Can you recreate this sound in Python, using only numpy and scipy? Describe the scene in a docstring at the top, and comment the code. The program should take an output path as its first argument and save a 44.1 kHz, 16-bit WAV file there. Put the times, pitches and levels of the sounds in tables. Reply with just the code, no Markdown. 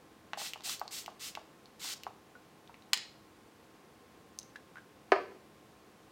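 """A small, quiet room with a faint fan hum; one microphone, close to a pump spray bottle.
Five quick spritzes hiss as the jet tears into droplets. Fingers tap the plastic, bubbles glug,
and after each stroke the plunger ticks back up and liquid gulps into the pump.
The cap snaps on, lips part with small wet smacks, and the bottle knocks down on a table."""
import sys
import numpy as np
from scipy import signal
from scipy.fft import rfft, irfft
from scipy.io import wavfile

SR = 44100
rng = np.random.default_rng(int(sys.argv[2]) if len(sys.argv) > 2 else 0)


def log_audio(samples):
    """Write samples as a 16-bit WAV file to the path given in sys.argv[1]."""
    # one column per channel
    frames = np.atleast_2d(samples).T
    # limit to full scale, then quantise
    limited = np.clip(frames, -1, 1)
    pcm = np.round(limited * 32767).astype(np.int16)
    wavfile.write(sys.argv[1], SR, pcm)


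N = 269719

# room tone, the spectrum of the ventilation: f/Hz, level/dB
VENT_SPECTRUM = [(15, -56), (25, -29.5), (64, -10), (129, -6.5), (152, -5.5), (313, -5.5), (349, -6),
                 (509, -6), (631, -13), (703, -8.5), (997, -14), (1080, -12.5), (1240, -14.5), (1900, -18),
                 (15500, -34.5)]
# fan tones: f/Hz, level/dB
FAN_TONES = [(212, -74.5), (318, -71.5), (404, -84.5), (1061, -74)]
# fingers and cap tapping the plastic: t/s, level/dB, f/Hz
PLASTIC_TAPS = [(.3337, -29, 2170), (.6072, -43.5, 3500), (0.621, -52, 4800), (.8786, -40, 4700),
                (1.0425, -50, 4320), (1.6572, -52.5, 4400), (2.6755, -55, 3750), (2.7428, -47, 2230),
                (2.8222, -57, 3900), (2.9312, -35, 1830)]
# microphone colour on the ticks, with a dip near 10.5 kHz and a lift near 13.5 kHz: f/Hz, level/dB
MIC_SPECTRUM = [(500, 6), (3000, 2.5), (6000, 3.5), (8200, 0), (10500, -9), (13500, 3), (16000, 2)]
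# pump strokes: start t/s, swell/s, end t/s, fade/s, level/dB, tilt/(dB per octave)
STROKES = [(.372, 0.025, 0.55, 0.077, -42.5, 2.5), (.636, 0.021, 0.8, 0.072, -39.5, 3.5),
           (.908, 0.028, 1.08, 0.095, -42.5, 4.5), (1.195, 0.045, 1.3455, .066, -43.5, 3.5),
           (1.795, 0.067, 1.942, 0.0032, -41.5, 2.5)]
# hiss of the mist, close up: f/Hz, level/dB
MIST_SPECTRUM = [(350, -58), (600, -29), (706, -4), (940, -7.5), (1320, -1.5), (1600, -5), (2160, 0),
                 (2340, -1), (3160, 1), (4880, 0), (5290, -2), (7960, -5), (10700, -15.5), (13900, -15),
                 (15500, -22.5)]
# air bubbles in the liquid: t/s, level/dB, f/Hz, t60/s
AIR_BUBBLES = [(.3742, -35.5, 794, 0.038), (.398, -43.5, 816, 0.081), (.416, -33.5, 854, 0.0085),
               (0.6747, -41.5, 840, 0.011), (.6955, -37.5, 1270, 0.015), (1.8461, -40.5, 1000, 0.012),
               (2.353, -48.5, 1465, 0.074), (2.6953, -45.5, 950, 0.056)]
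# plunger return: t/s, tick level/dB, f/Hz, treble slope/(dB per octave), gulp lag/s, gulp level/dB
PLUNGER_RETURNS = [(0.5348, -31, 2920, -6.5, 0.024, -37.5), (0.7959, -35.5, 4500, 3, 0.019, -25),
                   (1.0612, -35, 2850, -4, .0187, -31), (1.352, -31.5, 2790, -8, .0213, -30.5),
                   (2.035, -36, 3000, -4, 0.032, -27)]
# contacts as the cap seats: t/s, level/dB
CAP_HITS = [(2.9333, 2.5), (2.9403, -17)]
# colour of the cap's snap: f/Hz, level/dB
SNAP_SPECTRUM = [(240, -65.5), (400, -41), (552, -52), (772, -11.5), (1020, -11), (1540, -14), (1740, -7),
                 (2630, -5), (3010, -3.5), (3790, -2.5), (6580, -5.5), (7910, -10), (10600, -22.5),
                 (15500, -23)]
# modes of the capped bottle: f/Hz, level/dB, t60/s
BOTTLE_MODES = [(1906, -4, .3), (2169, -4, .3), (3090, -3, .1), (3892, 0, .3), (4140, 0, .2), (4665, 0, .3),
                (5006, -3, .25)]
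# lip smacks and the mouth's ring: t/s, level/dB, f/Hz
LIP_SMACKS = [(4.3886, -30.5, 6270), (4.3945, -46, 5770), (4.4157, -51, 4060), (4.5581, -38.5, 1700),
              (4.5612, -45.5, 4000), (4.7572, -42.5, 1450), (4.7703, -42, 1564), (4.783, -43.5, 1610)]
# contacts of the bottle's base with the table: t/s, level/dB
BASE_HITS = [(5.1195, 5.5), (5.1286, -6.5), (5.32, -30)]
# colour of the knock: f/Hz, level/dB
KNOCK_SPECTRUM = [(59, -62), (100, -21.5), (198, -23), (376, -2.5), (895, -3.5), (993, -0.5), (1100, -17),
                  (1220, -5.5), (1330, -12.5), (1730, -8.5), (2470, -18), (3290, -27.5), (4680, -28.5),
                  (6120, -41), (14000, -68)]
# modes of the table: f/Hz, level/dB, t60/s
TABLE_MODES = [(398, 1, .33), (573, -6, .28), (619, -5, .3), (727, -1, .19), (797, -11, .3), (990, -6, .25),
               (1147, -4, .25), (1226, -4, .2), (1580, -11, .3), (1770, -5, .12), (2073, -12, .25)]
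# decay of the room: f/Hz, t60/s
ROOM_DECAY = [(250, 0.75), (700, 0.34), (2000, 0.42), (4500, 0.46), (8000, 0.34), (15000, 0.11)]
# reflections off near surfaces, timed from the direct sound: t/s, level/dB
REFLECTIONS = [(.0026, -18), (.0046, -15.5), (.0072, -27), (.0098, -13.5), (0.0419, -18)]


def amp(db):
    """Decibels to gain."""
    return 10 ** (np.asarray(db) / 20)


def unit(x):
    """Scales to rms 1."""
    return x / np.sqrt(np.mean(x ** 2) + 1e-20)


def curve_at(points, hz):
    """Joins points by straight lines over log frequency."""
    f, value = np.transpose(points)
    return np.interp(np.log(hz + 1), np.log(f + 1), value)


def seconds(length):
    """A time axis."""
    return np.arange(int(length * SR)) / SR


def add(mix, start, sound):
    """Mixes a sound in at a time in seconds."""
    part = mix[max(round(start * SR), 0):][:len(sound)]
    part += sound[:len(part)]


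def colour(x, spectrum, tilt_db=0, size=4096):
    """Minimum-phase filter of unit energy with the given spectrum, tilted per octave."""
    hz = np.fft.rfftfreq(size, 1 / SR)
    log_gain = np.log(amp(curve_at(spectrum, hz) + tilt_db * np.log2(hz + 20)))
    mirrored = np.r_[log_gain, log_gain[-2:0:-1]]
    response = np.fft.ifft(np.exp(np.conj(signal.hilbert(mirrored)))).real
    return signal.fftconvolve(x, response / np.linalg.norm(response))[:len(x)]


def low_cut(x, hz):
    """Small things radiate almost no bass."""
    return signal.sosfilt(signal.butter(3, hz, "highpass", fs=SR, output="sos"), x)


def drift(rate_hz):
    """Random wandering of rms 1, mostly slower than the rate."""
    hz = np.fft.rfftfreq(N, 1 / SR)
    return unit(irfft(rfft(rng.standard_normal(N)) / (1 + (hz / rate_hz) ** 4), N))


def ring(t, hz, t60):
    """One dying mode."""
    return np.sin(2 * np.pi * hz * t) * amp(-60 * t / t60)


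def burst(t60, passes=4):
    """A dense dying rattle of unit energy with no colour of its own."""
    t = seconds(.2)
    x = rng.standard_normal(len(t)) * amp(-60 * t / t60)
    for _ in range(passes):
        spectrum = rfft(x)
        whitened = irfft(spectrum / (abs(spectrum) + 1e-12), len(t))
        x = whitened * np.exp(-(t / t60) ** 2)
    return x / np.linalg.norm(x)


def room_tone(vent_db=-60, waver_rad=0.82):
    """Soft ventilation noise with a few wavering fan tones, behind everything."""
    air = unit(colour(rng.standard_normal(N), VENT_SPECTRUM))
    t = np.arange(N) / SR
    hum = sum(amp(db) * unit(np.sin(2 * np.pi * hz * t + waver_rad * drift(2.4))) for hz, db in FAN_TONES)
    return amp(vent_db) * air + hum


def clicks(rows, rattle_db, crack_db):
    """Each click is a broad crack with a brief rattle, round one short ring."""
    out, t = np.zeros(N), seconds(.2)
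    for start, db, hz, t60, slope_db in rows:
        shape = [(hz / 6, -32), (hz / 2, -13), (hz, 0), (hz * 2, slope_db - 3),
                 (hz * 16, 4 * slope_db - 3)]
        crack = colour((t == 0) + amp(rattle_db) * burst(t60), shape)
        add(out, start, amp(db) * (ring(t, hz, t60) + amp(crack_db) * crack))
    return out


def glugs(rows, gulp_db=9, slosh_db=-2, slosh_t60=0.047, slosh_lag_s=0.00187):
    """Liquid is jolted in the pump; a pocket of air rings briefly and the liquid sloshes after."""
    out, t = np.zeros(N), seconds(.2)
    for start, db, hz, t60 in rows:
        shape = [(hz * .5, -28), (hz * 0.69, 0), (hz * 1.41, -3), (hz * 2, -22), (hz * 12, -48)]
        flow = 1. * (t == 0)
        add(flow, slosh_lag_s, amp(slosh_db) * burst(slosh_t60))
        add(out, start, amp(db) * (amp(gulp_db) * colour(flow, shape) + ring(t, hz, t60)))
    return low_cut(out, hz=450)


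def taps(t60=0.0092, slope_db=-16, hollow_db=-3.5, hollow_hz=880, hollow_t60=0.014):
    """Handling noise: each tap clicks on the plastic and jolts a hollow note from the liquid."""
    ticks = [(start, db, hz, t60, slope_db) for start, db, hz in PLASTIC_TAPS]
    jolts = [(start, db + hollow_db, hollow_hz, hollow_t60) for start, db, _ in PLASTIC_TAPS]
    return colour(clicks(ticks, rattle_db=8.5, crack_db=7.5), MIC_SPECTRUM) + glugs(jolts)


def spray(sputter_db=0.74, sputter_hz=350, opening=0.52, brighten_db=0.5):
    """The jet tears into droplets: a sputtering hiss that swells and fades with the finger's pressure."""
    jet = unit(rng.standard_normal(N) * amp(sputter_db * drift(sputter_hz)))
    out = np.zeros(N)
    for start, swell, end, fade, db, tilt_db in STROKES:
        t = seconds(end - start)
        # the valve opens abruptly once the pressure passes its threshold
        push = opening + (1 - opening) * np.sin(np.pi / 2 * np.clip(t / swell, 0, 1))
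        pressure = push * np.clip((t[-1] - t) / fade, 0, 1)
        # the mist brightens a little along the stroke
        hiss = jet[round(start * SR):][:len(t)]
        dull = colour(hiss, MIST_SPECTRUM, tilt_db - brighten_db)
        bright = colour(hiss, MIST_SPECTRUM, tilt_db + brighten_db)
        travel = t / t[-1]
        add(out, start, amp(db) * pressure ** 2.23 * ((1 - travel) * dull + travel * bright))
    return out


def bubbles(jet_lag_s=.048, spit_db=7, spit_hz=4500, spit_t60=0.0029, slope_db=-4):
    """Bubbles glug in the bottle; one that meets the running jet spits at the nozzle."""
    spits = [(at, db + spit_db, spit_hz, spit_t60, slope_db) for at, db, _, _ in AIR_BUBBLES
             if any(start + jet_lag_s < at < end for start, _, end, *_ in STROKES)]
    return colour(clicks(spits, rattle_db=10, crack_db=4), MIC_SPECTRUM) + glugs(AIR_BUBBLES)


def plunger(tick_t60=0.0077, refill_hz=885, refill_t60=0.016):
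    """The plunger ticks against its stop; a moment later liquid gulps into the chamber."""
    ticks = [(start, db, hz, tick_t60, slope_db) for start, db, hz, slope_db, _, _ in PLUNGER_RETURNS]
    gulps = [(start + lag, db, refill_hz, refill_t60) for start, *_, lag, db in PLUNGER_RETURNS]
    return colour(clicks(ticks, rattle_db=7.5, crack_db=5), MIC_SPECTRUM) + glugs(gulps)


def impact(contacts, spectrum, modes, contact_t60, shell_db, shell_t60, modes_db):
    """Hard contacts in quick succession; the first sets off the shell's shudder and longer modes."""
    force, tones, t = np.zeros(N), np.zeros(N), seconds(.5)
    for start, db in contacts:
        add(force, start, amp(db) * burst(contact_t60))
    first = contacts[0][0]
    add(force, first, amp(shell_db) * burst(shell_t60))
    for hz, db, t60 in modes:
        add(tones, first, amp(db) * ring(t, hz, t60) * rng.choice([-1, 1]))
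    return colour(force, spectrum) + amp(modes_db) * tones


def cap_snap():
    """The cap seats with a sharp double click and the bottle rings faintly."""
    return impact(CAP_HITS, SNAP_SPECTRUM, BOTTLE_MODES,
                  contact_t60=0.0027, shell_db=-2, shell_t60=0.038, modes_db=-46)


def lips(t60_at_1khz=0.065, damping_power=1.2, slope_db=-12.5):
    """Wet films snap as the lips part; the wider the mouth, the lower and longer it rings."""
    smacks = [(start, db, hz, t60_at_1khz * (1000 / hz) ** damping_power, slope_db)
              for start, db, hz in LIP_SMACKS]
    return clicks(smacks, rattle_db=4, crack_db=6.5)


def set_down():
    """The bottle's base knocks on the table and settles; the table rings under it."""
    return impact(BASE_HITS, KNOCK_SPECTRUM, TABLE_MODES,
                  contact_t60=0.013, shell_db=6.5, shell_t60=0.052, modes_db=-35.5)


def room(x, tail_db):
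    """At the microphone: direct sound, near reflections and a diffuse tail whose top dies first."""
    length = int(.7 * SR)
    hz, t, noise = signal.stft(rng.standard_normal(length), SR, nperseg=256)
    decay = amp(-60 * t / curve_at(ROOM_DECAY, hz)[:, None])
    tail = signal.istft(noise * decay, SR, nperseg=256)[1][:length]
    response = amp(tail_db) * tail / np.linalg.norm(tail)
    for delay, db in REFLECTIONS:
        add(response, delay, amp([db]))
    return x + signal.fftconvolve(x, response)[:N]


def scene():
    """Bottle and lips at close range, in mono, over the room tone."""
    pump = plunger() + taps() + bubbles()
    cap, knock = cap_snap(), set_down()
    at_mic = (room(spray(), tail_db=-13.5) + room(pump, tail_db=-11) + room(lips(), tail_db=-14.5)
              + room(cap, tail_db=-11.5) + room(knock, tail_db=-9))
    return (low_cut(at_mic, hz=127) + room_tone())[None]


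def record(dry):
    """The recorder's band ends at 16 kHz."""
    low_pass = signal.firwin(511, 16000, window=("kaiser", 9), fs=SR)
    return signal.oaconvolve(dry, low_pass[None], "same")


dry = scene()
out = record(dry)
log_audio(out)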